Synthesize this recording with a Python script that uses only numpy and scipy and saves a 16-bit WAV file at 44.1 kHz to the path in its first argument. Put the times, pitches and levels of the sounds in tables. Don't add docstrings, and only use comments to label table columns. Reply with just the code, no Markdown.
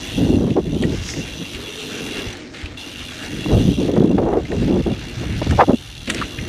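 import sys
import numpy as np
from scipy import signal
from scipy.io import wavfile
from scipy.ndimage import uniform_filter1d

SR = 44100
rng = np.random.default_rng(int(sys.argv[2]) if len(sys.argv) > 2 else 0)


def transcribe(signal):
    frames = np.atleast_2d(signal).T
    limited = np.clip(frames, -1, 1)
    pcm = np.round(limited * 32767).astype(np.int16)
    wavfile.write(sys.argv[1], SR, pcm)


def volts_from_decibels(level):
    exponent = np.asarray(level, float) / 20
    return 10 ** exponent


N = 285768


def unit(x):
    return x / np.sqrt(np.mean(x ** 2) + 1e-20)


def in_time(rows):
    s, *columns = np.transpose(rows)
    return [np.interp(np.arange(N) / SR, s, c) for c in columns]


def band(x, lo_hz, hi_hz, order=2):
    limits = [lo_hz, min(hi_hz, .45 * SR)]
    return signal.sosfilt(signal.butter(order, limits, "band", fs=SR, output="sos"), x)


def drift(rate):
    r = np.exp(-20 * np.pi * rate / SR)
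    slow = signal.lfilter([1], [1, -2 * r, r * r], rng.standard_normal(N // 10 + 4002))[4000:]
    return np.interp(np.arange(N) / 10, np.arange(len(slow)), unit(slow - slow.mean()))


def ring(x, hz, t60):
    r, w = volts_from_decibels(-60 / (t60 * SR)), 2 * np.pi * hz / SR
    return signal.lfilter([0, np.sin(w)], [1, -2 * r * np.cos(w), r * r], x + 1e-18)


def colour(x, spectrum, patchy_db):
    hz, level_db = np.transpose(spectrum)
    centres = 500 * 2 ** np.arange(0, 5.1, 1 / 3)
    bands_db = np.interp(np.log(centres), np.log(hz), level_db)
    total, sign = 0, 1
    for centre, db in zip(centres, bands_db):
        swell = volts_from_decibels(db + patchy_db * drift(6.7))
        total = total + swell * sign * band(x, centre / 1.12, centre * 1.12)
        sign = -sign
    return unit(total)


def bursts(rows, rise_db_s, sag_db, fall_db_s):
    start, length, level_db, value = np.transpose(rows)[:, :, None]
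    t = np.arange(0, N + 20, 20) / SR
    done = np.clip((t - start) / length, 0, 1)
    early, late = np.maximum(start - t, 0), np.maximum(t - start - length, 0)
    shape = level_db - sag_db * done - rise_db_s * early - fall_db_s * late
    lead, steps = np.argmax(shape, axis=0), np.arange(len(t))
    columns = np.maximum(shape[lead, steps], -90), value[lead, 0], done[lead, steps]
    return [np.interp(np.arange(N) / SR, t, c) for c in columns]


def pushes(rows, swing):
    out = np.zeros(N)
    for s, peak_db, hz in rows:
        u = np.linspace(-3, 3, int(2 * SR / hz))
        push = volts_from_decibels(peak_db) * np.cos(swing * u) * np.exp(-u ** 2 / 2)
        i = int(s * SR)
        out[i:i + len(u)] += push[:N - i]
    return out


# time in seconds, peak in dB, pitch in Hz.
JOLTS = [(1.169, -27, 70.4), (1.399, -36, 70), (1.541, -21.5, 69.8), (2.263, -20.5, 68.5),
         (2.628, -18.5, 70.5), (2.709, -32, 70), (3.01, -32, 70), (5.987, -24, 73), (6.4, -22, 71)]


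def bumps():
    return pushes(JOLTS, swing=1.66)


def mount_shake():
    start_db, t60 = -11, 0.34
    s, peak_db, _ = np.transpose(JOLTS)[:, :, None]
    since = np.arange(N) / SR - s
    return np.sum((since > 0) * volts_from_decibels(peak_db + start_db - 60 * np.abs(since) / t60), axis=0)


# time in seconds, level in dB.
HEADWIND_LEVEL = [(0.0, -34.5), (0.25, -19.5), (0.56, -31), (0.87, -24), (1.43, -38.5), (1.93, -61),
                  (2.83, -46), (3.32, -36.5), (3.45, -31), (3.54, -14.5), (3.62, -28.5), (4.15, -25),
                  (4.48, -29.5), (4.69, -20), (5.09, -33.5), (5.54, -16), (5.83, -36), (6.48, -36.5)]


def headwind():
    swings = unit(band(rng.standard_normal(N), 40, 129) * volts_from_decibels(2.64 * drift(4.6)))
    return (volts_from_decibels(in_time(HEADWIND_LEVEL)[0]) + mount_shake()) * swings


# start in seconds, length in seconds, level in dB, air speed in octaves above the mean.
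GUST_ROWS = [(.18, .31, -11.5, 0.35), (.5, 0.033, -14, -0.15), (.56, 0.04, -11, 0.96),
             (.63, 0.094, -20, -0.079), (.72, 0.084, -17, 0.44), (.815, .045, -12, 0.55),
             (.865, .045, -18, 0.68), (.92, 0.03, -17, 0.42), (1.17, 0.041, -18, 0.42),
             (1.4, 0.031, -21.5, 0.32), (3.3, 0.15, -26, 0.028), (3.455, .02, -17, 0.19),
             (3.49, .15, -13, 0.73), (3.65, 0.088, -11, -.1), (3.78, 0.22, -14.5, 0.69),
             (3.98, .18, -11, 0.59), (4.175, 0.093, -14, 1.13), (4.26, .14, -15, 1.3),
             (4.42, 0.032, -24, -0.65), (4.5, .1, -18, 0.72), (4.6, .1, -14, -0.06),
             (4.68, .13, -11.5, 0.81), (4.865, 0.064, -13.5, 0.6), (5.21, 0.031, -22, 0.18),
             (5.25, 0.26, -26, -0.1), (5.51, 0.047, -18, -0.11), (5.592, .036, -4.5, 2.15),
             (5.686, 0.057, -10, 1.18), (6.074, .18, -27.5, .7), (6.39, 0.043, -23.5, -0.32)]


def gusts():
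    level_db, octaves, done = bursts(GUST_ROWS, rise_db_s=1400, sag_db=1.5, fall_db_s=1100)
    mid_gust = np.sin(np.pi * done ** .7)
    octaves = uniform_filter1d(octaves - .5 * (1 - mid_gust), size=300)
    speed = 2 ** np.clip(octaves + .2 * drift(30.03), -.7, 2.5)
    street = unit(band(band(rng.standard_normal(6 * N), 99, 321), 92, 300, order=1))
    dragged = np.interp(np.cumsum(speed), np.arange(6 * N), street)
    large_eddies = volts_from_decibels(-2.5) * street[-N:] / np.maximum(speed, 1)
    flutter = (dragged + large_eddies) * volts_from_decibels(1.96 * drift(25.0))
    flutter = band(flutter, 151, 7400)
    flutter = flutter / (uniform_filter1d(flutter ** 2, size=3000) + .05) ** .3
    above_tyres = np.clip((level_db + 33) / 4, 0, 1)
    return volts_from_decibels(level_db - 3.5) * above_tyres * flutter


# time in seconds, peak in dB, pitch in Hz, length in seconds.
PUFF_ROWS = [(0.471, -11, 460, 0.046), (0.572, -32, 513, 0.015), (0.6, -39, 495, 0.023),
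             (0.817, -31, 447, 0.02), (0.869, -28, 550, 0.019), (0.927, -26, 573, 0.023),
             (3.462, -11, 452, 0.0062), (3.534, -10, 522, 0.022), (3.965, -1.5, 460.2, 0.027),
             (4.182, -5, 670, 0.024), (4.226, -12, 598, 0.018), (4.293, -12, 520, 0.044),
             (4.329, -3, 540, 0.024), (4.372, -5.5, 448.8, 0.037), (4.513, -26, 463, 0.026),
             (4.731, -10.5, 570, 0.019), (4.864, -8.5, 489.3, 0.031), (5.229, -16, 501.8, 0.026),
             (5.418, -4.5, 465.2, 0.015), (5.467, -12, 481, 0.021), (5.526, -12.5, 600, 0.028),
             (5.721, -28, 522, 0.025)]


def puffs():
    out, size = np.zeros(N), 3000
    for (s, peak_db, hz, length), noise in zip(PUFF_ROWS, rng.standard_normal((len(PUFF_ROWS), size))):
        u = np.clip(np.arange(size) / SR / length, 0, 1)
        jet = band(noise, 0.53 * hz, 1.21 * hz) * np.sin(np.pi * u ** 0.3)
        i = int((s - .002) * SR)
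        out[i:i + size] += volts_from_decibels(peak_db - 5.0) * jet / np.abs(jet).max()
    return out


# time in seconds, peak in dB, pitch in Hz.
EDDY_POPS = [(0.511, -5.5, 242), (4.003, 1, 253), (4.042, -0.5, 241.9), (4.143, -6, 238.6),
             (5.468, -11, 252.4), (5.693, 2, 245)]


def pops():
    return pushes(EDDY_POPS, swing=2.13)


# time in seconds, level in dB.
TWIGS = [
    (.95, -63),
    (1.03, -42),
    (1.09, -32),
    (1.15, -35),
    (1.22, -43),
    (1.3, -67),
]


def swish():
    hiss = unit(band(rng.standard_normal(N), 4740, 6630) * volts_from_decibels(2.0 * drift(40)))
    return volts_from_decibels(in_time(TWIGS)[0]) * hiss


# time in seconds, pitch in Hz, level in dB.
KNOB_SONG = [
    (1.449, 350, -63),
    (1.6, 402, -38.5),
    (1.799, 432, -39.5),
    (2.001, 440, -36),
    (2.15, 415, -37.5),
    (2.301, 369.5, -37),
    (2.45, 325, -45),
]


def knobs():
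    first, last = KNOB_SONG[0], KNOB_SONG[-1]
    fade_in, fade_out = (first[0] - .1, first[1], -70), (last[0] + 0.08, last[1], -70)
    hz, level_db = in_time([fade_in] + list(KNOB_SONG) + [fade_out])
    turn = 2 * np.pi * np.cumsum(hz) / SR
    return volts_from_decibels(level_db - 0.5) * unit(drift(28) * np.cos(turn) + drift(32) * np.sin(turn))


# time in seconds, grit level in dB.
GRIT_LEVEL = [(0.0, -34.5), (0.41, -46), (0.7, -48), (0.92, -40), (1.62, -41), (2.2, -35), (2.45, -44),
              (3.07, -41.5), (3.27, -36), (3.5, -40), (4.3, -50), (4.62, -39), (4.78, -45.5), (5.14, -40),
              (5.52, -34.5), (5.74, -48), (6.12, -46), (6.3, -39.5)]
# pitch in Hz, width in Hz, level in dB.
CASING_HUMS = [(108, 19, -9.5), (158.4, 5, -1.5), (258, 22, -2.5), (297, 79, 0.5), (350, 45, -6),
               (440, 320, -9), (613.5, 22, -11), (810, 36, -50)]
# pitch in Hz, level in dB per Hz.
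GRIT_TONE = [(500, -25), (800, -4), (1050, -12), (1300, -3.5), (1900, -2), (2500, -2.5), (4000, -7),
             (7000, -15.5), (15000, -47)]


def tyres():
    grit_db, = in_time(GRIT_LEVEL)
    off, on = 5.45, 6.065
    load_db, = in_time([(off - .15, 0), (off, -10.5), (on, -10.5), (on + 0.014, 12.5), (on + 0.28, 0)])
    hum_db = -36 + 0.67 * (grit_db + 40) + load_db
    road = rng.standard_normal(N) * volts_from_decibels(1.44 * drift(14))
    hum = 0
    for hz, width, level_db in CASING_HUMS:
        tone = unit(ring(road, hz, 4.4 / width)) / np.sqrt(40 / width)
        hum = hum + volts_from_decibels(level_db + 1.9 * drift(1.9)) * tone
    sizes = volts_from_decibels(3.5 * np.minimum(rng.exponential(1, N), 5)) * rng.choice([-1, 1], N)
    grains = sizes * (rng.random(N) < 8000 * volts_from_decibels(3 * drift(15)) / SR)
    crunch = colour(grains, GRIT_TONE, patchy_db=2.5)
    return volts_from_decibels(np.minimum(hum_db, -26) + 1.5) * unit(hum) + volts_from_decibels(grit_db + 1.5) * crunch


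# start in seconds, length in seconds, level in dB, treble against it in dB.
CHAIN_RATTLES = [
    (2.542, 0.13, -31.5, -36),
    (2.744, 0.0045, -36, -21),
    (6.078, 0.0043, -18.5, -21),
    (6.098, .012, -16.5, -11),
    (6.11, .045, -26, -9),
    (6.155, .1, -26.5, -28),
]


def chain():
    level_db, treble_db, _ = bursts(CHAIN_RATTLES, rise_db_s=2500, sag_db=6, fall_db_s=700)
    sizes = volts_from_decibels(2.8 * rng.exponential(1, N)) * rng.choice([-1, 1], N)
    ticks = sizes * (rng.random(N) < 2500 / SR)
    bright = unit(band(band(ticks, 4000, 10000), 2500, 9000))
    links = unit(band(ticks, 1400, 3800)) + volts_from_decibels(treble_db) * bright
    return volts_from_decibels(level_db - 4.0) * links


# time in seconds, peak in dB, ring in Hz, treble against it in dB.
KNOCKS = [(0.0716, -19.5, 2750, -8), (0.504, -24.5, 2720, -22), (0.7445, -32, 2760, -9),
          (0.824, -14.5, 3200, -4.5), (0.8363, -14.5, 1940, -25), (1.0355, -20.5, 2140, -12),
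          (1.0891, -17, 2174, -15), (1.1367, -20, 2168, -16), (1.5484, -17, 2860, -12),
          (1.8724, -33, 2800, -15), (2.065, -20, 2770, -12), (2.5441, -25, 2140, -28),
          (2.6148, -28, 1680, -13), (2.6578, -18.5, 2700, -37), (4.4521, -24, 2094, -27),
          (4.5182, -20, 1920, -20), (5.5093, -13, 1820, -7), (6.0763, -22, 2830, -28),
          (6.1013, -18, 1982, 7), (6.146, -18, 2117, 2.5), (6.182, -18, 2760, -24),
          (6.2134, -11.5, 1380, -32), (6.222, -13, 1290, -23), (6.234, -17, 2790, -23),
          (6.376, -28.5, 2090, -22), (6.3866, -15, 2086, -29)]


def clacks():
    out, size = np.zeros(N), 4000
    for (s, peak_db, hz, treble_db), noise in zip(KNOCKS, rng.standard_normal((len(KNOCKS), size))):
        burst = noise * volts_from_decibels(-60 * np.arange(size) / SR / 0.024)
        body = unit(ring(burst, hz, 0.044)) + 1.43 * unit(band(burst, 0.74 * hz, 1.3 * hz))
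        crack = band(band(burst, 4000, 10000), 2500, 9000)
        knock = body / np.abs(body).max() + volts_from_decibels(treble_db) * crack / np.abs(crack).max()
        i = int(s * SR)
        out[i:i + size] += volts_from_decibels(peak_db - 2.0) * knock[:N - i]
    return out


PEDAL_STROKE = (2.27, 2.78)
LAST_TEETH = [2.284, 2.302, 2.327, 2.368, 2.773]


def tooth_times(rate):
    count = np.cumsum(rate) / SR
    s = np.interp(np.arange(1, count[-1]), count, np.arange(N) / SR)
    coasting = (s < PEDAL_STROKE[0]) | (s > PEDAL_STROKE[1])
    return np.concatenate([s[coasting], LAST_TEETH])


SHELL_HZ = [2765, 2815, 3090, 3400, 3600, 3930, 4260, 5040, 5910, 5975, 6500, 6900, 7710, 8890, 9730, 10490,
            11500, 12200, 14050]
# level in dB, time to fall 60 dB in seconds.
SHELL_RING = [(2, 0.044), (-4, 0.044), (-14.5, 0.053), (2, 0.028), (0.5, 0.017), (1, 0.015), (-1.5, 0.012),
              (-4, 0.0061), (-7, 0.029), (-13, 0.021), (-18, 0.036), (-17.5, 0.014), (-23, .015),
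              (-19.5, 0.021), (-22, 0.024), (-28.5, 0.024), (-27.5, .01), (-21.5, .008), (-32, 0.0089)]


def shell_ring(at, strength_db):
    shell = 0
    for hz, (level_db, t60) in zip(SHELL_HZ, SHELL_RING):
        clicks = np.zeros(N)
        facing_db = 1.8 * drift(7)[at] + 2.0 * rng.standard_normal(len(at))
        clicks[at] = volts_from_decibels(level_db + strength_db + facing_db) * rng.choice([-1, 1], len(at))
        shell = shell + band(ring(clicks, hz, t60), .8 * hz, 1.2 * hz, order=1)
    flex_s = .00004 * drift(25)
    return np.interp(np.arange(N) - flex_s * SR, np.arange(N), shell)


# pitch in Hz, level in dB per Hz.
SNAP_TONE = [(1290, -52), (2200, -42.5), (2800, -19), (2960, 11.5), (3480, 1), (7640, -20.5), (10100, -21),
             (15000, -33)]


def pawl_snap(at, strength_db):
    drops = np.zeros(N)
    drops[at] = volts_from_decibels(strength_db)
    fade = signal.lfilter([1], [1, -volts_from_decibels(-60 / (0.05 * SR))], drops)
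    tail = signal.lfilter([1], [1, -volts_from_decibels(-60 / (.15 * SR))], drops)
    return colour((unit(fade) + 0.72 * unit(tail)) * rng.standard_normal(N), SNAP_TONE, patchy_db=1.8)


# time in seconds, ratchet teeth per second.
RATCHET_SPEED = [(0.0, 98), (.26, 116), (.46, 82), (.77, 74), (1.08, 78), (1.38, 114), (1.59, 85),
                 (1.8, 100), (2.26, 78), (2.78, 101), (3.05, 85), (3.4, 88), (3.65, 110), (3.92, 47),
                 (4.25, 60), (4.85, 63), (5.5, 77), (6.48, 76)]
PAWL_LEVELS = [-4, -10.5, -14, -5.5]
# time in seconds, level in dB.
HUB_LEVEL = [(0.0, -38.5), (0.16, -36), (0.38, -43.5), (0.58, -47.5), (0.78, -40), (1.48, -39.5),
             (1.73, -37), (2.18, -35.5), (2.6, -43), (3.07, -38), (3.5, -38), (3.9, -38.5), (4.26, -49),
             (4.67, -42.5), (5.36, -40), (5.87, -40.5), (6.32, -39.5), (6.48, -41)]


def freehub():
    rate, = in_time(RATCHET_SPEED)
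    times = tooth_times(rate)
    late = .0038 * np.sort(rng.random((len(times), 4)) ** 1.5)
    late = late + .0003 * rng.standard_normal((len(times), 1))
    at = np.clip(((times[:, None] + late) * SR).astype(int), 0, N - 1).ravel()
    strength_db = (rng.normal(0, 1.2, (len(times), 1)) + PAWL_LEVELS).ravel()
    sound = unit(shell_ring(at, strength_db)) + volts_from_decibels(-4.5) * pawl_snap(at, strength_db)
    echo_s = 0.00158 + 0.000185 * drift(0.96)
    sound = sound + 0.3 * np.interp(np.arange(N) - echo_s * SR, np.arange(N), sound)
    level_db, = in_time(HUB_LEVEL)
    treble_db = -9 + 1 * np.log2(rate / 80)
    treble_gain = volts_from_decibels(np.clip(treble_db + 17.5, -30, 12))
    sound = sound + band(sound, 6420, 23700) * (treble_gain - 1)
    return volts_from_decibels(np.minimum(level_db, -33) + 1.5) * sound


def scene():
    air = headwind() + gusts() + puffs() + bumps() + pops()
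    bike = tyres() + knobs() + chain() + clacks() + freehub()
    return (air + swish() + bike)[None]


def band_limit(x):
    return signal.sosfilt(signal.butter(12, 15730, fs=SR, output="sos"), x)


def record(dry):
    no_bass = signal.sosfilt(signal.butter(2, 32, "high", fs=SR, output="sos"), dry)
    ceiling = np.clip(no_bass, -.99, .99)
    mix = signal.sosfilt(signal.cheby2(12, 60, 15800, fs=SR, output="sos"), ceiling)
    return band_limit(mix)


dry = scene()
out = record(dry)
transcribe(out)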